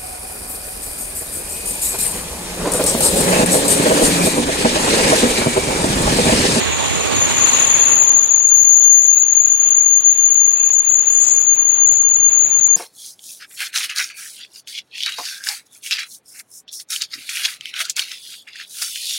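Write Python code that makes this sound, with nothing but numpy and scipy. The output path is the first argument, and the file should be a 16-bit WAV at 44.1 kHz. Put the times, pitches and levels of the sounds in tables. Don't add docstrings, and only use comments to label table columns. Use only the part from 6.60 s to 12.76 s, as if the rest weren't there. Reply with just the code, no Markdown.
import sys
import numpy as np
from scipy import signal
from scipy.io import wavfile
from scipy.ndimage import uniform_filter1d, minimum_filter1d

SR = 44100
rng = np.random.default_rng(int(sys.argv[2]) if len(sys.argv) > 2 else 0)


def unload_wav(signal):
    wavfile.write(
        sys.argv[1],
        SR,
        np.round(np.clip(np.atleast_2d(signal).T, -1, 1) * 32767).astype(np.int16),
    )


def makeup_ratio(level_db):
    decades = np.asarray(level_db, float) / 20
    return 10 ** decades


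N = 271656
TIME = np.arange(N) / SR

# time in seconds, level in dB.
ROLLING_LEVEL = [(0, -24), (.65, -25), (.95, -23), (1.3, -28.5), (1.62, -36.5), (1.85, -40), (2.97, -41.5),
                 (3.06, -37), (3.3, -41.5), (3.9, -40), (4.02, -39), (4.17, -41), (4.72, -37.5),
                 (4.88, -42), (5.27, -39), (5.4, -42), (5.95, -39), (6.16, -42)]
# time in seconds, level in dB.
ENGINE_NEARNESS = [(0, -4.5), (.6, -3), (.95, -8), (1.45, -4), (2.1, -10), (2.5, -14), (2.75, -12.5),
                   (3.5, -11), (3.8, -13.5), (4.8, -9), (5.3, -7), (6.16, -8)]


def evened(x):
    return x / np.sqrt(np.mean(abs(x) ** 2) + 1e-20)


def read(points, hz):
    f, value = np.transpose(points)
    return np.interp(np.log(hz + 1), np.log(f + 1), value)


def columns(rows, t=TIME):
    s, *rest = np.transpose(rows)
    return [np.interp(t, s, c) for c in rest]


def wobble(width_hz, order=2, size=N):
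    z = rng.standard_normal(size) + 1j * rng.standard_normal(size)
    hz = np.fft.fftfreq(size, 1 / SR)
    return evened(np.fft.ifft(z / (1 + (2 * hz / width_hz) ** 2) ** (order / 2)))


def spin(hz, size=N):
    return np.exp(2j * np.pi * np.cumsum(hz * np.ones(size)) / SR)


def add(mix, s, sound):
    part = mix[:, round(s * SR):][:, :sound.shape[1]]
    part += sound[:, :part.shape[1]]


def bumps(rows, stretch=1):
    return sum(height * np.exp(-(2 * (TIME - s) / (length * stretch)) ** 2) for s, length, height in rows)


def rolling():
    # frequency in Hz, density in dB per Hz.
    port_left = [(55, -54.5), (90, -55.5), (160, -53), (420, -56.0), (1130, -61.5), (1600, -62.5),
                 (2650, -59), (4100, -59), (4750, -81.5), (5800, -64.5), (8000, -64), (9800, -68),
                 (12000, -97), (14500, -93.5)]
    port_right = [(55, -58), (90, -46), (160, -47), (420, -47.0), (1130, -51.5), (1600, -55.5), (2650, -53),
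                  (4300, -57), (4800, -62.5), (5800, -67.5), (8000, -74.5), (9800, -76.5), (12000, -78.5),
                  (14500, -82.5)]
    # frequency in Hz, likeness from 0 to 1.
    likeness = [(80, .99), (300, .95), (700, .76), (1200, .6), (2000, .45), (3500, .33), (5000, .1),
                (15000, .05)]
    # frequency in Hz, phase in radians.
    left_lead = [(60, 3.5), (400, 3.5), (1000, 2.0), (1500, 0.85), (2500, -2), (4000, -5.5), (6500, -4)]
    # frequency in Hz, width in Hz, level in dB.
    body_rings = [(240.7, 13, 1), (430, 13, 2), (875, 44, 3.5), (1102, 61, 4.5), (2400, 58, 3.5),
                  (2653, 47, 4.5), (4090, 170, -2)]

    frames, hz = N // 256 + 5, np.fft.rfftfreq(1024, 1 / SR)[:, None]
    frame_s = np.arange(frames) * 256 / SR
    a, b, c, d, patches = rng.standard_normal((frames, 513, 5)).T
    patches = uniform_filter1d(patches, size=10, axis=0)
    patches = evened(uniform_filter1d(patches, size=12, axis=1))
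    gusts = evened(uniform_filter1d(rng.standard_normal(frames), size=5))
    level_db, = columns(ROLLING_LEVEL, frame_s)
    bass_db, = columns(ENGINE_NEARNESS, frame_s)
    late = frame_s - 1.0
    hiss_db = 7 + np.minimum(3.5 * late, -late)
    low, high = 1 / (1 + (hz / 900) ** 2.5), 1 / (1 + (6000 / (hz + 1)) ** 6)
    rings_db = sum(db / (1 + (2 * (hz - f) / width) ** 2) for f, width, db in body_rings)
    field_db = level_db + rings_db * (1 - 0.032 * (level_db + 21.5))
    field_db = field_db + low * (bass_db + 5.0) + high * hiss_db
    field = makeup_ratio(field_db + 1.13 * patches + 0.69 * gusts)
    same = np.clip(read(likeness, hz), 0, 1)
    right = a + 1j * b
    left = same * right + np.sqrt(1 - same ** 2) * (c + 1j * d)
    left = left * np.exp(1j * read(left_lead, hz))
    z = np.array([left * makeup_ratio(read(port_left, hz)), right * makeup_ratio(read(port_right, hz))])
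    cut = 1 / (1 + (45 / (hz + 1)) ** 7.5)
    return makeup_ratio(40.0) * signal.istft(z * field * cut, nperseg=1024, noverlap=768)[1][:, :N]


def engine():
    # time in seconds, level in dB.
    drone_level = [(0, -5), (1.4, 1.5), (1.75, 4), (2.3, -1.5), (2.8, 7), (3.6, 4.5), (4.2, 0.5),
                   (6.16, 0.5)]

    level_db = columns(ROLLING_LEVEL)[0] + 1.02 * columns(ENGINE_NEARNESS)[0] - 10
    depth = 0.7 * np.clip(TIME - 4.3, .2, 1)
    beat = 1 + depth * np.cos(2 * np.pi * (TIME - 5.63) / .293)
    firing = spin(94.0 + 2.1 * wobble(3.0).real)
    throb = makeup_ratio(1.24 * TIME) * (depth + 0.31) * beat * (firing + makeup_ratio(-19.0) * firing ** 2)
    throb = throb * (.7 + 0.53 * wobble(14.0))
    drone = makeup_ratio(columns(drone_level)[0]) * spin(72.0) * wobble(50.0, order=3)
    both = makeup_ratio(level_db) * (throb + drone)
    return np.array([makeup_ratio(9.0) * both * np.exp(2.5j), makeup_ratio(11.0) * both]).real


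def squeal():
    # time in
    # seconds, pitch in Hz.
    disc_pitch = [(0, 6705), (.5, 6687), (2.4, 6688), (3.2, 6702), (4.2, 6712), (6.16, 6722)]
    # time in seconds, squeal level in dB, locked share 0-1, left over right in dB.
    pad_pressure = [(0, -29.5, 0, 6), (.5, -27.5, 0.7, 2), (.6, -19, 1, 8), (.78, -15.5, 0.53, 14),
                    (1.15, -12.5, 0.55, 9), (1.6, -11.5, 0.38, 14), (1.84, -13, 0, 20.5),
                    (1.92, -10, 0.7, 29.5), (2.4, -10.5, 1, 25), (2.8, -13.5, 0.42, 11),
                    (3.5, -11.5, 0.8, 17), (4.3, -13, 0.68, 19), (5.0, -13.5, 1, 17), (5.6, -13, 0.5, 9.5),
                    (6.16, -9.5, 0.8, 34)]
    # middle in seconds, length in seconds, depth in dB.
    pad_slips = [(0.288, 0.044, 1), (0.506, 0.028, 8), (0.689, 0.1, 3.5), (0.884, 0.064, 1),
                 (1.061, 0.065, 3.5), (1.186, 0.024, 5), (1.531, 0.025, 3.5), (1.671, 0.03, 3.5),
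                 (1.825, 0.039, 3), (2.424, 0.038, 3), (2.646, 0.051, 2), (2.741, 0.012, 5),
                 (3.061, 0.4, 1), (3.141, 0.014, 4), (3.426, 0.039, 7), (3.553, 0.054, 6.5),
                 (3.698, 0.022, 7.5), (3.975, 0.089, 4), (4.1, 0.011, 16), (4.229, 0.049, 7),
                 (4.447, 0.048, 4.5), (4.574, 0.12, 1), (4.971, 0.065, 1.5), (5.039, 0.027, 6.1),
                 (5.177, 0.016, 8.5), (5.571, 0.057, 2.5), (5.705, 0.027, 5), (5.893, 0.13, 3),
                 (6.002, 0.02, 7.5), (6.084, 0.039, 4.5)]
    # middle in seconds, length in seconds, upper side tone level in dB.
    pad_chatter = [
        (3.45, .1, -54),
        (3.7, .26, -50),
        (4.1, .2, -43),
        (4.36, .2, -46),
        (4.53, .1, -44),
        (4.67, .2, -34),
        (4.8, .1, -44),
        (5.07, .2, -52),
        (5.33, .15, -42),
        (5.65, .2, -55),
    ]
    # multiple of the squeal, multiple of the chatter, left in dB, right in dB.
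    side_tones = [
        (1, 1, 4, 2),
        (1, -1, -2, 10),
        (1, -2, -8, 7),
        (2, -2, -14, 4),
        (2, -1, -10, 10),
        (2, 1, -3, 2),
        (2, 2, -12, 3),
    ]

    hz, = columns(disc_pitch)
    level_db, lock, pan_db = columns(pad_pressure)
    lock = np.clip(lock, .01, .99)
    slip_db = 2.14 * bumps(pad_slips, .88)
    tone_db = level_db + 10 * np.log10(lock)
    fuzz_db = level_db + 10 * np.log10(1 - lock) - 4.5
    overtone_db = level_db - 30 + 5.5 * lock - 0.97 * TIME
    carrier = spin(hz + 0.77 * wobble(3.9).real)
    tone = makeup_ratio(tone_db + 7.0) * (1 + 0.12 * wobble(31.0) + 0.37 * wobble(27.0))

    def neighbours():
        fuzz = makeup_ratio(fuzz_db + 12.0) * spin(58.0) * wobble(100.0, order=3)
        return fuzz + makeup_ratio(level_db + 3.5) * spin(30.0) * wobble(238.0, order=3)

    near, other = neighbours(), neighbours()
    right = (makeup_ratio(-pan_db) * tone + makeup_ratio(-17.5) * (0.14 * near + 1.6 * other)) * np.exp(-2.6j)
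    left = tone * makeup_ratio(-slip_db) + near * makeup_ratio(-0.71 * slip_db)
    first = carrier * np.array([left, right * makeup_ratio(-0.14 * slip_db)])
    doubled = [0.4 * (0.4 + wobble(20.0)) + spin(90.0) * wobble(330.0, order=3) for _ in "ab"]
    second = carrier ** 2 * makeup_ratio(overtone_db - .5 * slip_db) * doubled * makeup_ratio([[-6.0], [4.0]])

    out = first + second
    loud = np.sqrt(uniform_filter1d(abs(first[0]) ** 2, size=12000))
    depth = bumps([(s, length, makeup_ratio(db + 10.5)) for s, length, db in pad_chatter]) / loud
    chatter = spin(910 + 5.0 * wobble(15.0).real)
    for multiple, k, left_db, right_db in side_tones:
        base = first if round(multiple) == 1 else second
        growth = (depth / depth.max()) ** (.7 * (abs(round(k) - .5) - .5))
        out += base * chatter ** round(k) * depth * growth * makeup_ratio([[left_db], [right_db]])
    return out.real


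def thuds():
    # start in seconds, peak in dB, ring in Hz, decay by 60 dB in seconds.
    knocks = [
        (.065, -13, 74, .5),
        (.22, -13, 280, .15),
        (.222, -13, 98, .17),
        (.568, -10, 108, .2),
        (.575, -19, 620, .12),
        (.225, -23, 560, .1),
        (5.045, -32, 1000, .08),
        (5.125, -30, 700, .09),
        (2.83, -35, 900, .1),
        (5.88, -30, 600, .12),
    ]

    out, age = np.zeros((2, N)), TIME[:SR // 2]
    for s, db, hz, t60 in knocks:
        swell = makeup_ratio(db - 60 * age / t60) * (1 - np.exp(-age / 0.018))
        ring = swell * spin(hz, len(age)) * (1 + .3 * wobble(.4 * hz, size=len(age)))
        add(out, s, np.array([makeup_ratio(-8.0) * ring * np.exp(2.6j), ring]).real)
    return out


def squeaks():
    # start in seconds, length in seconds, pitch in Hz, width in Hz, level in dB.
    whistles = [(3.5, .25, 3870, 40, -44), (3.84, .3, 2620, 40, -43), (3.84, .26, 4140, 50, -45),
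                (3.4, .25, 3640, 60, -49), (4.55, .34, 2480, 120, -45), (4.95, .3, 5000, 60, -56),
                (5.26, .14, 4150, 50, -49), (5.3, .55, 5100, 60, -57), (5.597, .26, 2200, 90, -51),
                (2.215, .045, 3480, 220, -39), (.85, .62, 2680, 45, -30), (1.0, .35, 3480, 50, -34),
                (5.5, .6, 190, 14, -51), (.65, .55, 3300, 1500, -30)]

    out, age = np.zeros((2, N)), TIME[:3 * SR // 4]
    for s, length, hz, width, db in whistles:
        swell = np.sin(np.pi * np.clip(age / length, 0, 1))
        fuzz = wobble(width, size=len(age)) + .5 * (width < 500)
        whistle = (swell * spin(hz, len(age)) * fuzz).real
        add(out, s, whistle * makeup_ratio([[db - 8], [db]]))
    return out


def scene():
    return rolling() + engine() + squeal() + thuds() + squeaks()


def limiter(dry):
    peak = uniform_filter1d(-minimum_filter1d(-abs(dry), size=21), size=41)
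    ceiling = .96 - .13 * np.clip((TIME - 2.6) / 1.3, 0, 1)
    return dry / (1 + (peak / ceiling) ** 5) ** (1 / 5)


def converter(limited):
    # start in seconds, length in seconds, offset as a share of full scale.
    air_pushes = [
        (1.0, 1.8, .06),
        (1.1, .1, .08),
        (1.92, .17, .2),
        (2.25, .3, .025),
    ]

    push = sum(offset * np.sin(np.pi * np.clip((TIME - s) / length, 0, 1)) ** 2
               for s, length, offset in air_pushes) * [[1], [0]]
    fast = signal.resample_poly(limited - push, 160, 147, axis=1)
    clipped = np.clip(fast, -.84, .86)
    back = signal.resample_poly(clipped, 147, 160, axis=1)[:, :N] + push
    folded = signal.resample_poly(clipped - fast, 147, 160, axis=1)[:, :N]
    presence = signal.butter(2, (4000, 5900), "band", fs=SR, output="sos")
    top = signal.butter(4, 14000, "high", fs=SR, output="sos")
    back = back + makeup_ratio(11.0) * signal.sosfilt(presence, folded)
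    return back - .5 * signal.sosfiltfilt(top, folded)


def starved(x):
    # frequency in Hz, left in dB, right in dB.
    hush = [(4400, -40, -40), (5400, -16, -26), (6000, -25, -26), (7600, -20, -15), (8800, -8, -13),
            (10500, -7, -16), (12000, -12, -21), (13400, -26, -24), (15000, -16, -17)]

    hz, _, z = signal.stft(x, SR, nperseg=2048, noverlap=1024)
    bands = (abs(z[:, :1024]) ** 2).reshape(2, 64, 16, -1).mean(axis=2)
    midrange = uniform_filter1d(bands[:, 5:12].mean(axis=(0, 1)), size=9)
    floor = makeup_ratio(columns(hush, hz[8:1024:16]))[:, :, None] ** 2
    keep = bands > midrange * (midrange / 1e-6) ** -.2 * floor
    z[:, :1024] *= np.repeat(keep, 16, axis=1)
    return signal.istft(z, SR, nperseg=2048, noverlap=1024)[1][:, :N]


def band_limit(x):
    return signal.sosfilt(signal.butter(12, 15570, fs=SR, output="sos"), x)


def record(dry):
    back = converter(limiter(dry))
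    back = signal.sosfilt(signal.butter(2, 48.0, "high", fs=SR, output="sos"), back)
    back = back * np.clip((TIME[-1] - TIME) / .003, 0, 1)
    return band_limit(np.clip(starved(back), -1, 1))


dry = scene()
out = record(dry)
unload_wav(out)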